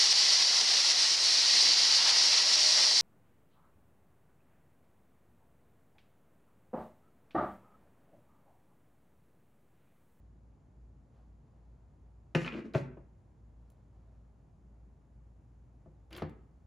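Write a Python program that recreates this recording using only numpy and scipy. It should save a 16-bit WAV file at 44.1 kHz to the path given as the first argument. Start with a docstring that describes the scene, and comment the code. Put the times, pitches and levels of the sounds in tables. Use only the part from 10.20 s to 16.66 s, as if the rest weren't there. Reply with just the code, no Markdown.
"""A garage with a plastic work table. A tube of sealant is put down: it knocks the top into ringing,
rolls a little with its nozzle tapping and its foil skin crinkling, and drops flat. Later a plastic
trim panel scrapes over the table in tiny slips and lands with a thud. Hands brush softly over plastic.
Behind the short echo of the walls, a motor hums low and unevenly in a soft rush of air."""
import sys
import numpy as np
from scipy import signal
from scipy.fft import rfft, irfft, next_fast_len
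from scipy.io import wavfile
from scipy.ndimage import uniform_filter1d

SR = 44100
rng = np.random.default_rng(int(sys.argv[2]) if len(sys.argv) > 2 else 0)


def transcribe(u):
    """Save the signal u as a 16-bit wav file named by the first command-line argument.

    u: samples, shape (n,) or (channels, n), limited to [-1, 1]; the rate is SR.
    q: integer samples, one column per channel.
    """
    v = np.clip(np.atleast_2d(u).T, -1, 1)
    q = np.round(v * 32767).astype(np.int16)
    wavfile.write(sys.argv[1], SR, q)


N = 285085
TIME = np.arange(N) / SR

# the tube rocking from crease to crease: (time [s], length [s], rumble [dB], rubbing [dB])
TUBE_ROCKS = [(2.2, 0.022, -51, -50), (2.242, 0.039, -59, -44.5), (2.314, 0.083, -40.5, -54.5),
              (2.443, 0.015, -42, -61.5)]


def tube_knocks(travel_s=.003):
    """Each blow rings the table top; where it lands weights the modes, a soft contact dulls them."""
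    # (time [s], strength [dB], spot [0 middle to 1 edge], contact cut-off [Hz], clatter [dB])
    blows = [(2.1493, 0, 0.11, 6700, -29), (2.5411, -21, 0.89, 2980, -35.5), (2.5487, -3, 0.93, 2940, -30),
             (2.7700, -32.5, 0.74, 810, -47.5)]
    # table top: (pitch [Hz], t60 [s], struck in the middle [dB], struck at the edge [dB])
    table_modes = [(100, 0.073, -28, -30.5), (137.5, .13, -28, -16), (162.4, 0.15, -17.5, -31.5),
                   (249.7, 0.22, -30.5, -31), (291.1, 0.16, -46.5, -39.5), (334.7, 0.14, -26.5, -45),
                   (374, 0.14, -32.5, -25.5), (445, 0.16, -39.5, -43.5), (476, 0.057, -53.5, -40),
                   (517, 0.19, -28.5, -47), (561, 0.3, -51, -35), (628, 0.04956, -49.5, -15.5),
                   (718, .06, -36, -42), (850, 0.13, -37, -45.5), (943.4, 0.059, -44.5, -33),
                   (1222, 0.31, -45, -59), (1345, .06, -40.5, -39.5), (1531, 0.086, -38, -42.5),
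                   (1712.6, 0.18, -37, -63.5), (1884, 0.16, -34.5, -58.5), (2080, .08, -32.5, -57.5),
                   (2240, .11, -42, -47), (2520, 0.15, -42, -48), (2591, .07, -42.5, -44),
                   (2754, .07, -38.5, -50), (2785, 0.0501, -36.5, -51.5)]
    hz, t60, middle_db, edge_db = np.transpose(table_modes)
    out = np.zeros(N)
    for s, strength_db, spot, contact_hz, clatter_db in blows:
        level_db = strength_db + middle_db + spot * (edge_db - middle_db)
        blow = ringing(np.c_[hz, t60, level_db], travel_s) + from_db(clatter_db) * clatter()
        add(out, s, butter(blow, contact_hz, "low"))
    return out


def panel_bumps(travel_s=0.0019, clatter_db=-38):
    """The large limp panel lands with a dull, broad thud."""
    # landings: (time [s], strength [dB], contact cut-off [Hz])
    bumps = [(5.6590, -18.5, 800), (6.0200, 0.5, 2210)]
    # trim panel: (pitch [Hz], t60 [s], level [dB])
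    panel_modes = [(88.2, 0.15, -33), (120, 0.071, -49.5), (154.4, 0.33, -35.5), (216.3, 0.19, -38.5),
                   (293, 0.15, -39), (344, 0.13, -42), (435, 0.055, -37.5), (522, 0.23, -46.5),
                   (654, 0.042, -36), (862, 0.039, -41), (1266, 0.04, -42.5), (1410, 0.025, -53)]
    out = np.zeros(N)
    for s, strength_db, contact_hz in bumps:
        thud = ringing(panel_modes, travel_s) + from_db(clatter_db) * clatter()
        add(out, s, from_db(strength_db) * butter(thud, contact_hz, "low"))
    return out


def ringing(modes, travel_s, build_cycles=0.52):
    """A struck sheet: bending waves carry low notes more slowly, and these take longer to build."""
    hz, t60, level_db = np.transpose(modes)[:, :, None]
    age = np.maximum(TIME[:SR // 2] - travel_s * np.sqrt(hz[0] / hz), 0)
    build = 1 - np.exp(-age * hz / build_cycles)
    swing = np.sin(2 * np.pi * hz * age) * build * from_db(level_db - 60 * age / t60)
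    return swing[::2].sum(axis=0) - swing[1::2].sum(axis=0)   # modes alternate in polarity


def clatter():
    """The crowd of weak, short-lived modes that every blow stirs."""
    # tone of the burst: (frequency [Hz], level [dB])
    spectrum = [(70, -9), (130, 8.5), (400, 11), (750, 1), (1100, -1), (2000, -5.5), (3000, -12.5),
                (3900, -13), (5500, -13), (8000, -17.5), (15000, -17.5)]
    # its decay: (frequency [Hz], t60 [s])
    decay = [(100, .13), (700, 0.12), (3000, 0.13), (12000, .07)]
    return die_away(rms_one(colour(rng.standard_normal(SR // 2), spectrum)), decay)


def nozzle_taps(snap_db=-43):
    """The tube's hard nozzle taps the table, with the same resonance each time."""
    # (time [s], level [dB])
    taps = [(2.1494, -24), (2.2465, -35), (2.2660, -41.5), (2.2782, -30), (2.323, -41.5), (2.3395, -39.5),
            (2.549, -35)]
    out = np.zeros(N)
    for s, db in taps:
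        add(out, s, click(db, db + snap_db, hz=2597, t60=.013, spread=1.18, snap_hz=5500))
    return out


def rolling_tube(attack_s=0.015):
    """The creased tube drums softly on the table as it rolls, and its skin rubs."""
    # drumming resonances: (pitch [Hz], bandwidth [Hz], level [dB])
    roll_modes = [(222.8, 30, 0), (260, 18, -6), (339, 40, -12), (422, 54, -15)]
    # tone of the rubbing: (frequency [Hz], level [dB])
    rub_spectrum = [(200, -12), (550, 2.5), (850, 0.5), (1250, 5.5), (1700, 2), (2300, 0), (3300, -10),
                    (4500, -12.5), (8000, -29), (15000, -51)]
    s, length_s, rumble_db, rubbing_db = np.transpose(TUBE_ROCKS)
    rumble = strokes(zip(s, length_s, rumble_db), attack_s, t60=0.17)
    rubbing = strokes(zip(s, length_s, rubbing_db), attack_s, t60=0.1)
    jolts = slips(per_s=600, spread_db=3.5)
    drum = sum(from_db(db) * signal.lfilter(*signal.iirpeak(hz, hz / width, fs=SR), jolts)
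               for hz, width, db in roll_modes)
    rub = colour(slips(per_s=3400, spread_db=8.0), rub_spectrum)
    return rumble * steadied(butter(drum, [190, 520], "band")) + rubbing * steadied(rub)


def foil_crinkle(below_rumble_db=38.5):
    """The tube's creased foil crackles finely as it settles, and faintly while it rocks."""
    # after each landing: (time [s], length [s], level [dB])
    settling = [(2.15, 0.087, -62), (2.538, 0.038, -62.5)]
    # tone of the foil: (frequency [Hz], level [dB])
    spectrum = [(2000, -25), (3500, -5), (4800, -5), (7000, -5.5), (10000, -15), (14000, -24.5)]
    rocking = [(s, length_s, rumble_db - below_rumble_db) for s, length_s, rumble_db, _ in TUBE_ROCKS]
    flexing = strokes(settling + rocking, attack_s=0.014, t60=0.22)
    return flexing * steadied(colour(slips(per_s=6000, spread_db=3.0), spectrum))


def sliding_panel(start_s=5.904, peak_s=5.976, end_s=6.02, peak_db=-47):
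    """One shove: the panel's edge sticks and slips, swelling to the hardest push, then easing off."""
    # tone of the scrape: (frequency [Hz], level [dB])
    spectrum = [(90, 10.5), (160, 5), (350, 9), (600, 0.5), (1000, -1.5), (2100, -2), (4000, -16),
                (7000, -25.5), (10500, -26), (15000, -46)]
    grow_db_per_s, ease_db_per_s = 141, 168
    past_peak = TIME - peak_s
    push_db = peak_db + np.minimum(grow_db_per_s * past_peak, -ease_db_per_s * past_peak)
    push = from_db(push_db) * stroke(start_s, end_s - start_s, attack_s=0.0066, t60=0.043)
    return push * steadied(colour(slips(per_s=2200, spread_db=4.0), spectrum))


def edge_ticks():
    """Edges of tube and trim catch and let go with light ticks."""
    # (time [s], body [dB], bright snap [dB])
    catches = [(2.537, -52, -64), (2.558, -59, -58), (2.579, -48.5, -66), (3.420, -97, -86),
               (3.501, -78.5, -66.5), (3.519, -87, -74), (5.9065, -68.5, -70.5), (5.928, -45, -55.5),
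               (5.9500, -49, -79), (5.964, -47, -51), (5.974, -61, -49.5), (5.983, -53, -69),
               (6.021, -50.5, -65), (6.095, -70, -67.5)]
    out = np.zeros(N)
    for s, body_db, snap_db in catches:
        add(out, s, click(body_db, snap_db, hz=3280, t60=0.023, spread=1.43, snap_hz=6500))
    return out


def click(body_db, snap_db, hz, t60, spread, snap_hz, snap_t60=0.028):
    """A hard plastic touch: one broad, quickly damped resonance and a bright snap."""
    t = TIME[:SR // 8]
    body_noise, snap_noise = rng.standard_normal((2, len(t)))
    fade = from_db(body_db - 60 * t / t60)
    body = butter(body_noise * fade, [hz / spread, hz * spread], "band", order=3)
    snap = rms_one(butter(snap_noise, snap_hz, "high")) * from_db(snap_db - 60 * t / snap_t60)
    return rms_one(body) * np.sqrt(np.mean(fade ** 2)) + snap


def hands():
    """Skin brushes softly over tube and trim."""
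    # (time [s], length [s], level [dB])
    brushes = [(.91, 0.076, -74), (1.22, 0.34, -82.5), (3.36, 0.23, -81), (3.7, 0.26, -79.5)]
    # tone of skin on plastic: (frequency [Hz], level [dB])
    spectrum = [(200, -15.5), (500, 7), (900, 3.5), (1500, -10.5), (2500, -16.5), (5000, -22), (14000, -34)]
    touch = strokes(brushes, attack_s=0.038, t60=.55)
    return touch * rms_one(colour(slips(per_s=6000, spread_db=2.0), spectrum))


def motor_hum(hum_hz=56.6, hum_db=-59.5, flutter_depth=.2, flutter_hz=11):
    """The motor's main tone throbs in slow beats and flutters, above two faint steady tones."""
    # overlapping throbs: (rate [Hz], depth [0-1], time of a swell [s])
    beats = [(1.79, .28, 3.35), (1.56, .26, 3.34), (2.25, .22, 2.83), (2.56, .17, 1.09)]
    # steady undertones: (pitch [Hz], level [dB])
    low_tones = [(47.3, -81), (29, -87)]
    throb = 1 + sum(depth * np.cos(2 * np.pi * rate * (TIME - s)) for rate, depth, s in beats)
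    flutter = flutter_depth * rms_one(butter(rng.standard_normal(N), flutter_hz, "low"))
    main = from_db(hum_db) * (throb + flutter) * np.sin(2 * np.pi * (hum_hz * TIME + rng.random()))
    low = sum(from_db(db) * np.sin(2 * np.pi * (hz * TIME + rng.random())) for hz, db in low_tones)
    return np.sqrt(2) * (main + low)


def air(level_db=-61.5, low_cut_hz=46):
    """A steady bed of moving air."""
    # tone of the rush: (frequency [Hz], level [dB])
    spectrum = [(45, -14), (70, -6.5), (118, -5.5), (181, -13.5), (237, -16), (350, -22.5), (490, -26.5),
                (840, -29), (1450, -39.5), (3500, -53.5), (5800, -54.5), (7000, -50.5), (8400, -62.5),
                (10300, -56), (12500, -72.5), (15500, -69)]
    noise = colour(diffuse(next_fast_len(N, True))[:, :N], spectrum)
    return from_db(level_db) * rms_one(butter(noise, low_cut_hz, "high"))


def direct_sound(x, lean_db=0.87, treble_hz=8000, lag_samples=13):
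    """The table's bass leans left; the top treble reaches the left side slightly late."""
    bass = butter(x, 700, "low", order=1)
    treble = colour(x, [(treble_hz / 2, -120), (treble_hz, 0)])
    leaning = x + bass * (from_db([[lean_db], [-lean_db]]) - 1)
    return leaning + (np.roll(treble, lag_samples) - treble) * [[1], [0]]


def side_echo(x, level_db=-5, band_hz=(850, 1500), lag_samples=110):
    """A close surface at one side returns the mids to left and right in opposite phase."""
    mids = butter(x, band_hz, "band", order=3)
    return from_db(level_db) * np.roll(mids, lag_samples) * [[1], [-1]]


def garage_echo(x, tail_db=-11, early_db=-11, early_t60=.09, build_s=0.0045):
    """Small near surfaces return the treble at once; the walls add a longer tail."""
    # tone of the tail: (frequency [Hz], level [dB])
    spectrum = [(100, -8), (250, 1), (600, -3), (1300, 1), (3000, 0), (7000, 0), (15000, -9)]
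    # reverb time: (frequency [Hz], t60 [s])
    decay = [(100, 0.77), (500, 0.41), (2000, 0.51), (5000, 0.22), (14000, 0.22)]
    t = TIME[:SR * 3 // 4]
    tail = die_away(colour(diffuse(len(t)), spectrum), decay) * (1 - np.exp(-t / build_s))
    early = butter(diffuse(len(t)), 740, "high") * from_db(-60 * t / early_t60)
    response = (from_db(tail_db) * rms_one(tail) + from_db(early_db) * rms_one(early)) / np.sqrt(len(t))
    return signal.fftconvolve(x[None], response, axes=1)[:, :N]


def diffuse(size):
    """White stereo noise, nearly mono in the bass and wider above."""
    # stereo image: (frequency [Hz], left-right correlation [-1 to 1])
    likeness = [(60, 0.93), (130, 0.96), (300, 0.84), (700, .45), (1300, .3), (2500, 0.68), (4400, .85),
                (8000, 0.54), (14000, -.1)]
    alike = at_hz(likeness, np.fft.rfftfreq(size, 1 / SR))
    mid, side = rfft(rng.standard_normal((2, size)))
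    return irfft(np.sqrt((1 + alike) / 2) * mid + np.sqrt((1 - alike) / 2) * side * [[1], [-1]], size)


def slips(per_s, spread_db):
    """Friction: tiny slips of uneven size at random moments."""
    sizes = from_db(spread_db * np.minimum(rng.exponential(1, N), 3)) * rng.choice([-1, 1], N)
    return sizes * (rng.random(N) < per_s / SR)


def stroke(start_s, length_s, attack_s, t60):
    """Envelope of one movement: it rises, holds and dies away."""
    age = TIME - start_s
    return np.clip(age / attack_s, 0, 1) * from_db(-60 * np.clip(age - length_s, 0, 3 * t60) / t60)


def strokes(rows, attack_s, t60):
    """Envelope of several movements: (time [s], length [s], level [dB])."""
    return sum(from_db(db) * stroke(s, length_s, attack_s, t60) for s, length_s, db in rows)


def die_away(noise, t60s, bands=12):
    """Let each band of a noise fade at its own rate."""
    size = noise.shape[-1]
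    centres = np.geomspace(80, 16000, bands)
    spectrum, hz = rfft(noise), np.fft.rfftfreq(size, 1 / SR)
    out = np.zeros_like(noise)
    for centre, share in zip(centres, np.eye(bands)):
        band = irfft(spectrum * at_hz(np.c_[centres, share], hz), size)
        out += band * from_db(-60 * TIME[:size] / at_hz(t60s, centre))
    return out


def colour(x, curve):
    """EQ a sound with a curve: (frequency [Hz], gain [dB])."""
    size = next_fast_len(x.shape[-1])
    gain = from_db(at_hz(curve, np.fft.rfftfreq(size, 1 / SR)))
    return irfft(rfft(x, size) * gain, size)[..., :x.shape[-1]]


def butter(x, hz, kind, order=2):
    """Causal Butterworth filter."""
    return signal.sosfilt(signal.butter(order, hz, kind, fs=SR, output="sos"), x)


def at_hz(points, hz):
    """Read a table on a log-frequency axis."""
    points = np.array(points)
    return np.interp(np.log(np.maximum(hz, 1)), np.log(points[:, 0]), points[:, 1])


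def steadied(x, window=900):
    """Even out the level of a noise from moment to moment."""
    return x / np.sqrt(np.abs(uniform_filter1d(x ** 2, window)) + 1e-20)


def rms_one(x):
    """The same sound at rms 1."""
    return x / np.sqrt(np.mean(x ** 2) + 1e-20)


def from_db(db):
    """Gain of a level in dB."""
    return 10 ** (np.asarray(db) / 20)


def add(out, s, sound):
    """Mix a sound in at a moment."""
    start = round(s * SR)
    out[start:start + len(sound)] += sound[:N - start]


def scene(low_cut_hz=62):
    """Handling sounds on the table and their echo, over a bed of motor and air."""
    tube = tube_knocks() + nozzle_taps() + rolling_tube() + foil_crinkle()
    handling = tube + edge_ticks() + sliding_panel() + panel_bumps() + hands()
    handling = butter(handling, low_cut_hz, "high")   # thin sheets radiate no deep bass
    foreground = direct_sound(handling) + side_echo(handling) + garage_echo(handling)
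    bed = (motor_hum() + air()) * from_db([[.2], [-.2]])   # a touch to the left
    return foreground + bed


def record(dry, cutoff_hz=15700):
    """A steep low-pass takes off the very top."""
    return signal.sosfilt(signal.ellip(10, .1, 80, cutoff_hz, fs=SR, output="sos"), dry)


dry = scene()
out = record(dry)
transcribe(out)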